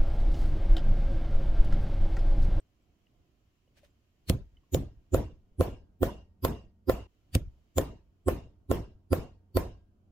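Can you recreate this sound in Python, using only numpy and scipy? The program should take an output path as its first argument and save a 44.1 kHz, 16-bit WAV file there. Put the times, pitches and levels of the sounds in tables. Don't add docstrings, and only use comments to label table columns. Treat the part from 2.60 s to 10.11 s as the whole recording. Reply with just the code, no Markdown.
import sys
import numpy as np
from scipy import signal
from scipy.io import wavfile
from scipy.ndimage import uniform_filter1d, map_coordinates

SR = 44100
rng = np.random.default_rng(int(sys.argv[2]) if len(sys.argv) > 2 else 0)


def boost_factor(decibels):
    exponent = np.asarray(decibels, float) / 20
    return 10 ** exponent


def master(y):
    cut = np.clip(np.atleast_2d(y).T, -1, 1)
    pcm = np.round(cut * 32767)
    wavfile.write(sys.argv[1], SR, pcm.astype(np.int16))


N = 331191
CUT_S = 4.472
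HISS_DB = (-47, -41.5)

# [t/s, crack level/dB, frame thump level/dB, bench knock level/dB, rivet seating 0-1]
BLOWS = [(1.6979, -15.5, -14.5, -19.5, .22), (2.146, -21, -25, -16, .42), (2.5452, -25, -27, -13, .76),
         (3.0096, -28, -25, -12, .9), (3.4312, -28, -23.5, -13, 0.98), (3.85, -20.5, -35, -18.5, 1),
         (4.297, -25, -27.5, -13, 1), (4.752, -16, -14.5, -21.5, 0), (5.183, -18, -28, -16, 0.9),
         (5.6842, -29, -29, -14, 0.9), (6.1142, -27, -28.5, -14.5, 0.9), (6.5309, -26.5, -28, -13, .92),
         (6.9708, -23, -28, -12.5, 0.9)]
# [f/Hz, level/dB, t60/s, share ringing ahead of the blow left, the same right]
FRAME_MODES = [(48, -15, .2, .6, .6), (83, 0, .4, 1.5, 1.7), (118, -15, .1, .5, .6), (168, -8, .2, .9, .7),
               (255, -11, .05, .6, .6), (340, -14, .04, .6, .6)]
BENCH_MODES = [(274, -3.5, 0.01, 0.6, 2.9), (366, -3, 0.021, 1, 2.4), (520.8, 9.5, 0.031, 0.11, 0.2),
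               (643, 0, 0.04, 0.1, 0.067), (760, -16.5, 0.029, .3, 1.5)]
BLOCK_MODES = [(903, -5, 0.04, 0.1, 0.74), (1052.4, 5.5, 0.037, .3, 0.6), (1180, -10, 0.033, 0.21, 0.18),
               (1350, -3, .035, 0.26, .9), (1380, -13, .04, 0.33, 0.32), (1780, -11, 0.074, .4, 0.66),
               (2050, -21, 0.036, .4, .6)]
ROCK_MODES = [(36, -1.5, 0.23, 0.44, .9), (56.7, -1.2, .45, 0.34, 0.42)]
# [f/Hz, level/dB per Hz]
CRACK_SPECTRUM = [(710, -31), (1200, -11), (3400, -0.5), (4050, -6.5), (5450, -8.5), (6860, -8),
                  (7660, -5.5), (14800, -10), (16500, -22.5)]


def blows():
    out, t = np.zeros((2, N)), np.arange(-SR // 20, SR // 4) / SR
    for s, crack_db, thump_db, knock_db, seat in BLOWS:
        late = t - seated((3.8, 0.93), seat) / 1000
        clack_db = seated((-51.5, -25), seat)
        hard = np.clip((knock_db - thump_db + 4.0) / 16, .12, 1)

        body = boost_factor(thump_db + 1.9) * ring(FRAME_MODES, late, hard, scatter_db=-3.27, ports_ms=0.17, turn=0.063)
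        body *= np.exp(-(np.maximum(late, 0) / 0.018) ** 4)
        body *= boost_factor([[-.7], [.7]])
        knock = ring(BENCH_MODES, late + 0.00023, hard, scatter_db=1.4, ports_ms=0.13, turn=0.87)
        rock = ring(ROCK_MODES, late, hard, scatter_db=2.0, ports_ms=.4, turn=1.9)
        clack = ring(BLOCK_MODES, late + .0012, hard, scatter_db=2.5, ports_ms=0.17, turn=0.1)
        body += boost_factor(knock_db - 9.5) * knock
        body += boost_factor(knock_db - 17.5) * rock
        body += boost_factor(clack_db - 5.5) * clack

        burst = boost_factor(-60 * np.maximum(t / 0.0046, -t / 0.0036))
        burst += 0.17 * boost_factor(-60 * np.abs(t) / 0.045)
        rebound_db = -23 + rng.normal(0, 3)
        rebound_s = 0.033 + rng.normal(0, .004)
        burst += seat * boost_factor(rebound_db - 60 * np.abs(t - rebound_s) / .02)
        grit = rush(CRACK_SPECTRUM, [(1000, .05)], size=len(t), patchy_db=1.5)
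        crack = boost_factor(crack_db - 5.5) * burst * grit * boost_factor([[.8], [-.8]])

        fade = np.clip((t[-1] - t) * 20, 0, 1)
        add(out, (body + crack) * fade, s + t[0])
    return out


# [low f/Hz, level/dB, high f/Hz, level/dB]
PUNCH_PINGS = [(4260, -25, 17000, -45), (6900, -22.5, 17000, -32.5), (7110, -23, 14800, -44),
               (7110, -51, 10100, -35.5), (7940, -42, 17000, -33.5), (4846, -29.5, 12500, -28),
               (4928, -30.5, 12300, -38.5), (4668, -31, 15000, -45.5), (7150, -20.5, 14800, -30.5),
               (8000, -28.5, 9760, -40.5), (3858, -40.5, 11300, -42), (4760, -32, 11000, -35.5),
               (4520, -24.5, 12000, -31.5)]


def punch():
    t60_s, ahead_t60_s, ahead_s, lead_s = .055, .06, .028, .0015
    out, t = np.zeros((2, N)), np.arange(-SR // 20, SR // 6) / SR
    shape = boost_factor(-60 * np.maximum(t / t60_s, -t / ahead_t60_s))
    shape *= np.clip((t + ahead_s) * 200, 0, 1)
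    for (s, *_), (low_hz, low_db, high_hz, high_db) in zip(BLOWS, PUNCH_PINGS):
        spread = np.array([0, 1, 1, 1]) * rng.standard_normal((2, 4))
        hz = np.array([[low_hz], [high_hz]]) * (1 + 0.06 * spread)
        hz = hz.reshape(-1, 1).clip(0, 15300)
        db = np.array([[low_db - 15], [high_db - 6]]) - 5 * np.abs(spread) - 4 * (spread != 0)
        drift = np.cumsum(rng.standard_normal((2, len(hz), len(t))), 2) * .08
        tones = boost_factor(db.reshape(-1, 1)) * np.sin(2 * np.pi * hz * t + drift)
        add(out, tones.sum(1) * shape, s - lead_s + t[0])
    return out


# [f/Hz, level/dB per Hz]
RATTLE_SPECTRUM = [(15, -36.5), (25, -10), (76, 6), (246, -3), (371, -3), (510, -7.5), (715, -10.5),
                   (800, -18.5), (1000, -16), (1210, -26), (2200, -43.5), (2860, -65), (4840, -120)]
HISS_SPECTRUM = [(710, -25.5), (1200, -5), (2640, -7), (4520, -15.5), (7170, -14.5), (8730, -18.5),
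                 (14800, -3), (16000, -20), (16500, -42.5)]
# [f/Hz, t60/s]
ROOM_DECAY = [(40, 0.67), (110, 0.32), (280, 0.29), (740, 0.26), (1940, 0.25), (5120, 0.32), (13500, 0.12)]
# [f/Hz, likeness]
TAIL_ALIKE = [(60, 0.83), (180, 1), (550, 0.55), (1650, 0.21), (4970, -0.22), (15000, 0.77)]


def tails():
    out, t = np.zeros((2, N)), np.arange(SR // 2) / SR
    for s, *_, seat in BLOWS:
        share = tail_share(seat)
        rattle = rush(RATTLE_SPECTRUM, TAIL_ALIKE, len(t), lambda f: share ** 1.4 * along(ROOM_DECAY, f),
                      patchy_db=2.5, tilt_db=seated((-6, 4), seat))
        rattle *= 1 - np.exp(-t / 0.014)
        hiss = rush(HISS_SPECTRUM, TAIL_ALIKE, len(t), lambda f: share * along(ROOM_DECAY, f), patchy_db=3.8)
        hiss *= boost_factor(-6 * np.exp(-t / 0.075))
        hiss *= 1 - np.exp(-t / 0.001)
        rattle_db = seated((-19, -25), seat)
        add(out, boost_factor(rattle_db - 2.5) * rattle + boost_factor(seated(HISS_DB, seat) + 3.5) * hiss, s)
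    return out


# [f/Hz, level/dB, t60/s]
IRON_MODES = [(910, -5.5, 1.9), (1320, -4.5, 0.47), (1350, -2.5, 0.44), (1610, -2.5, 0.76),
              (1820, -3.5, 0.39), (1880, -12, 1.4)]


def iron():
    out, t = np.zeros((2, N)), np.arange(SR // 2) / SR
    hz, db, t60 = np.transpose(IRON_MODES)[:, :, None]
    for s, *_, seat in BLOWS:
        strengths = db + 5 * rng.standard_normal(db.shape)
        levels = boost_factor(strengths - 60 * t / (t60 * tail_share(seat)))
        song = np.sum(levels * np.sin(2 * np.pi * hz * t), 0)
        add(out, boost_factor(seated(HISS_DB, seat) - 33) * song * np.cos(np.pi * t), s)
    return out


def buckle():
    buckle_hz, hanging_db = 2810, -4
    out, t = np.zeros((2, N)), np.arange(SR // 2) / SR
    for s, *_, seat in BLOWS:
        drift = np.cumsum(rng.standard_normal((2, len(t))), 1) / 11
        shaken = np.clip((tail_share(seat) - .85) * 5, 0, 1)
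        shiver = shaken * np.exp(-((t - .1) / .08) ** 2) * np.sin(2 * np.pi * buckle_hz * t + drift)
        flutter = unit(uniform_filter1d(rng.standard_normal(len(t)), size=500))
        shiver *= boost_factor(hanging_db * (s > CUT_S) + 2.5 * flutter)
        add(out, boost_factor(seated((-89.5, -61), seat)) * shiver, s)
    return out


PANEL_TONES = [81, 92, 183, 208, 230]
PANEL_LEVELS = [-65, -62.5, -72, -72, -77]


def panel():
    sag_db, unsteady_db = 9, 2
    t = np.arange(N) / SR
    drift = np.cumsum(rng.standard_normal((5, N)), 1) / 130
    tones = np.sin(2 * np.pi * np.outer(PANEL_TONES, t) + drift)
    moved = t > CUT_S
    swap_db = -sag_db * np.array([moved, ~moved, moved / 2, moved / 2, moved / 2])
    sway = [map_coordinates(knots, [np.arange(N) * 5 / SR]) for knots in rng.standard_normal((5, 60))]
    level_db = np.c_[PANEL_LEVELS] + swap_db + unsteady_db * np.array(sway)
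    return stir() * np.sum(boost_factor(level_db) * tones, 0)


# [t/s, peak level/dB, f/Hz, t60/s]
TICKS = [
    (0.468, -57, 2820, 0.016),
    (1.078, -66, 2920, 0.021),
    (1.9692, -56, 3010, 0.036),
]
TAPS = [
    (1.076, -60, 519, 0.024),
    (1.172, -63, 581, 0.052),
    (1.232, -54, 580, 0.08),
    (1.784, -49.5, 569, 0.072),
    (2.034, -70.5, 1080, 0.059),
    (4.037, -61, 450, 0.037),
]
SNAPS = [
    (0.0014, -47, 8030, 0.0079),
    (0.2224, -76, 7770, 0.03),
    (0.2394, -82, 6860, 0.03),
    (1.3029, -75, 7290, 0.03),
]


def touches():
    out, t = np.zeros((2, N)), np.arange(SR // 10) / SR
    for s, db, hz, t60 in TICKS + TAPS + SNAPS:
        tone = np.sin(2 * np.pi * hz * t) + 0.19 * np.sin(2 * np.pi * .7 * hz * t)
        add(out, boost_factor(db - 60 * t / t60) * (1 - np.exp(-t / 0.0012)) * tone, s)
    return out


# [t/s, peak level/dB]
RUBS = [
    (1.175, -64),
    (1.247, -66),
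]
# [f/Hz, level/dB per Hz]
SKIN_SPECTRUM = [(240, -53), (400, -26), (600, -18), (899, -26), (2590, -19.5), (12300, -36.5),
                 (15500, -36), (16500, -53.5)]


def rubs():
    rise_db_per_s, fall_db_per_s = 900, 420
    starts, peaks = np.transpose(RUBS)[:, :, None]
    since = np.arange(N) / SR - starts
    level = np.sum(boost_factor(peaks - np.maximum(fall_db_per_s * since, -rise_db_per_s * since)), 0)
    grain = boost_factor(1.7 * unit(uniform_filter1d(rng.standard_normal(N), size=90)))
    return level * unit(grain) * rush(SKIN_SPECTRUM, [(1000, 0.25)], size=N)


# [f/Hz, level/dB per Hz]
AIR_SPECTRUM = [(12, -45.5), (20, -11.5), (54, -1), (157, -14), (367, -17), (472, -25.5), (742, -25),
                (812, -34), (1500, -38), (1950, -66.5), (3300, -120)]
FIZZ_SPECTRUM = [(590, -39), (1000, 1), (1250, -4), (1410, -5.5), (2810, -2), (3080, 0), (3470, -7),
                 (7260, -10), (8460, -21.5), (15000, -14), (16500, -24.5)]
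# [f/Hz, likeness]
AIR_ALIKE = [(60, 0.81), (240, 0.93), (950, 0.089), (3770, 0.045), (15000, 0.03)]


def workshop():
    rumble_db, rumble_stirred_db, fizz_db, fizz_ducked_db = -68.5, 1.1, -83, -9.5
    swell = map_coordinates(rng.standard_normal(80), [np.arange(N) * 7 / SR])
    stirred = uniform_filter1d(stir(), size=2000)
    rumble = rush(AIR_SPECTRUM, AIR_ALIKE, size=N) * boost_factor([[-1.3], [1.3]])
    rumble *= boost_factor(rumble_db + rumble_stirred_db * stirred + 2.0 * swell)
    fizz = rush(FIZZ_SPECTRUM, AIR_ALIKE, size=N)
    return rumble + boost_factor(fizz_db + fizz_ducked_db * stirred) * fizz


def stir():
    ebb_s = 1.6
    out, t = np.zeros((1, N)), np.arange(3 * SR) / SR
    for s, *_, seat in BLOWS:
        add(out, seat ** 2 * np.exp(-t / ebb_s)[None] * (1 - np.exp(-t / .05)), s)
    return np.tanh(out[0])


def seated(ends, seat):
    return ends[0] + (ends[1] - ends[0]) * seat


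def tail_share(seat):
    return min(seated((0.72, 1.38), seat), 1.118)


def ring(modes, t, hard, scatter_db, ports_ms, turn):
    hz, db, t60, *lead = np.transpose(modes)[:, :, None]
    t = t + np.reshape([ports_ms, -ports_ms], (2, 1, 1)) / 2000
    hz = hz * (1 + rng.standard_normal(hz.shape) / 100)
    level = boost_factor(db + scatter_db * rng.standard_normal(db.shape))
    tones = level * np.cos(2 * np.pi * hz * t - turn)
    struck = (1 + np.tanh(t * hz * 6)) / 2
    after = boost_factor(-60 * np.abs(t) / t60)
    ahead = hard * np.array(lead) * np.cos(np.pi / 2 * np.clip(-t / 0.033, 0, 1)) ** 2
    ahead = ahead * boost_factor(-60 * np.abs(t) / 0.084 * (hz / 400) ** 0.82)
    return np.sum(tones * (struck * after + (1 - struck) * ahead), 1)


def rush(spectrum, alike, size, decay=None, patchy_db=0, tilt_db=0):
    hz, t, z = signal.stft(rng.standard_normal((2, size)), SR, nperseg=1024, noverlap=896)
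    turn = np.arccos(np.clip(along(alike, hz), -1, 1)) / 2
    gain = boost_factor(along(spectrum, hz) + tilt_db * np.log2(1 + hz / 100))
    gain = gain * np.array([np.cos(turn), np.sin(turn)])
    z = z * (gain / np.sqrt(np.mean(gain ** 2) * 2))[..., None]
    field = uniform_filter1d(rng.standard_normal(z.shape[1:]), size=9, axis=0)
    field = uniform_filter1d(field, size=8, axis=1)
    z = z * boost_factor(patchy_db * unit(field) - patchy_db ** 2 / 78.0)
    if decay is not None:
        z = z * boost_factor(-60 * t / decay(hz)[:, None])
    mid, side = signal.istft(z, SR, nperseg=1024, noverlap=896)[1][:, :size]
    return np.array([mid + side, mid - side])


def add(track, x, s):
    start = round(s * SR)
    x = x[..., :N - start]
    if s < CUT_S:
        left = CUT_S - s - np.arange(x.shape[-1]) / SR
        x = x * np.clip(left / .003, 0, 1)
    track[:, start:start + x.shape[-1]] += x


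def unit(x):
    return x / np.sqrt(np.mean(x ** 2) + 1e-20)


def along(points, hz):
    f, v = np.transpose(points)
    return np.interp(np.log(hz + 1), np.log(f + 1), v)


def scene():
    return blows() + punch() + tails() + iron() + buckle() + panel() + touches() + rubs() + workshop()


def low_pass(x):
    return signal.sosfilt(signal.butter(12, 16810, fs=SR, output="sos"), x)


def record(dry):
    z = signal.stft(dry, nperseg=1536, noverlap=1152)[2]
    jagged = unit(uniform_filter1d(rng.standard_normal(z.shape), size=6, axis=2))
    treble = np.clip(np.linspace(0, 1, z.shape[1]) / 0.033, .2, 1)[:, None]
    x = signal.istft(z * boost_factor(2.6 * treble * jagged), nperseg=1536, noverlap=1152)[1][:, :N]
    x = x + boost_factor(-95.5) * rng.standard_normal(x.shape)
    x = x / (1 + np.abs(x / .325) ** 6) ** (1 / 6)
    x = signal.sosfiltfilt(signal.butter(12, 16500, fs=SR, output="sos"), x)
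    return low_pass(x)


dry = scene()
out = record(dry)
master(out)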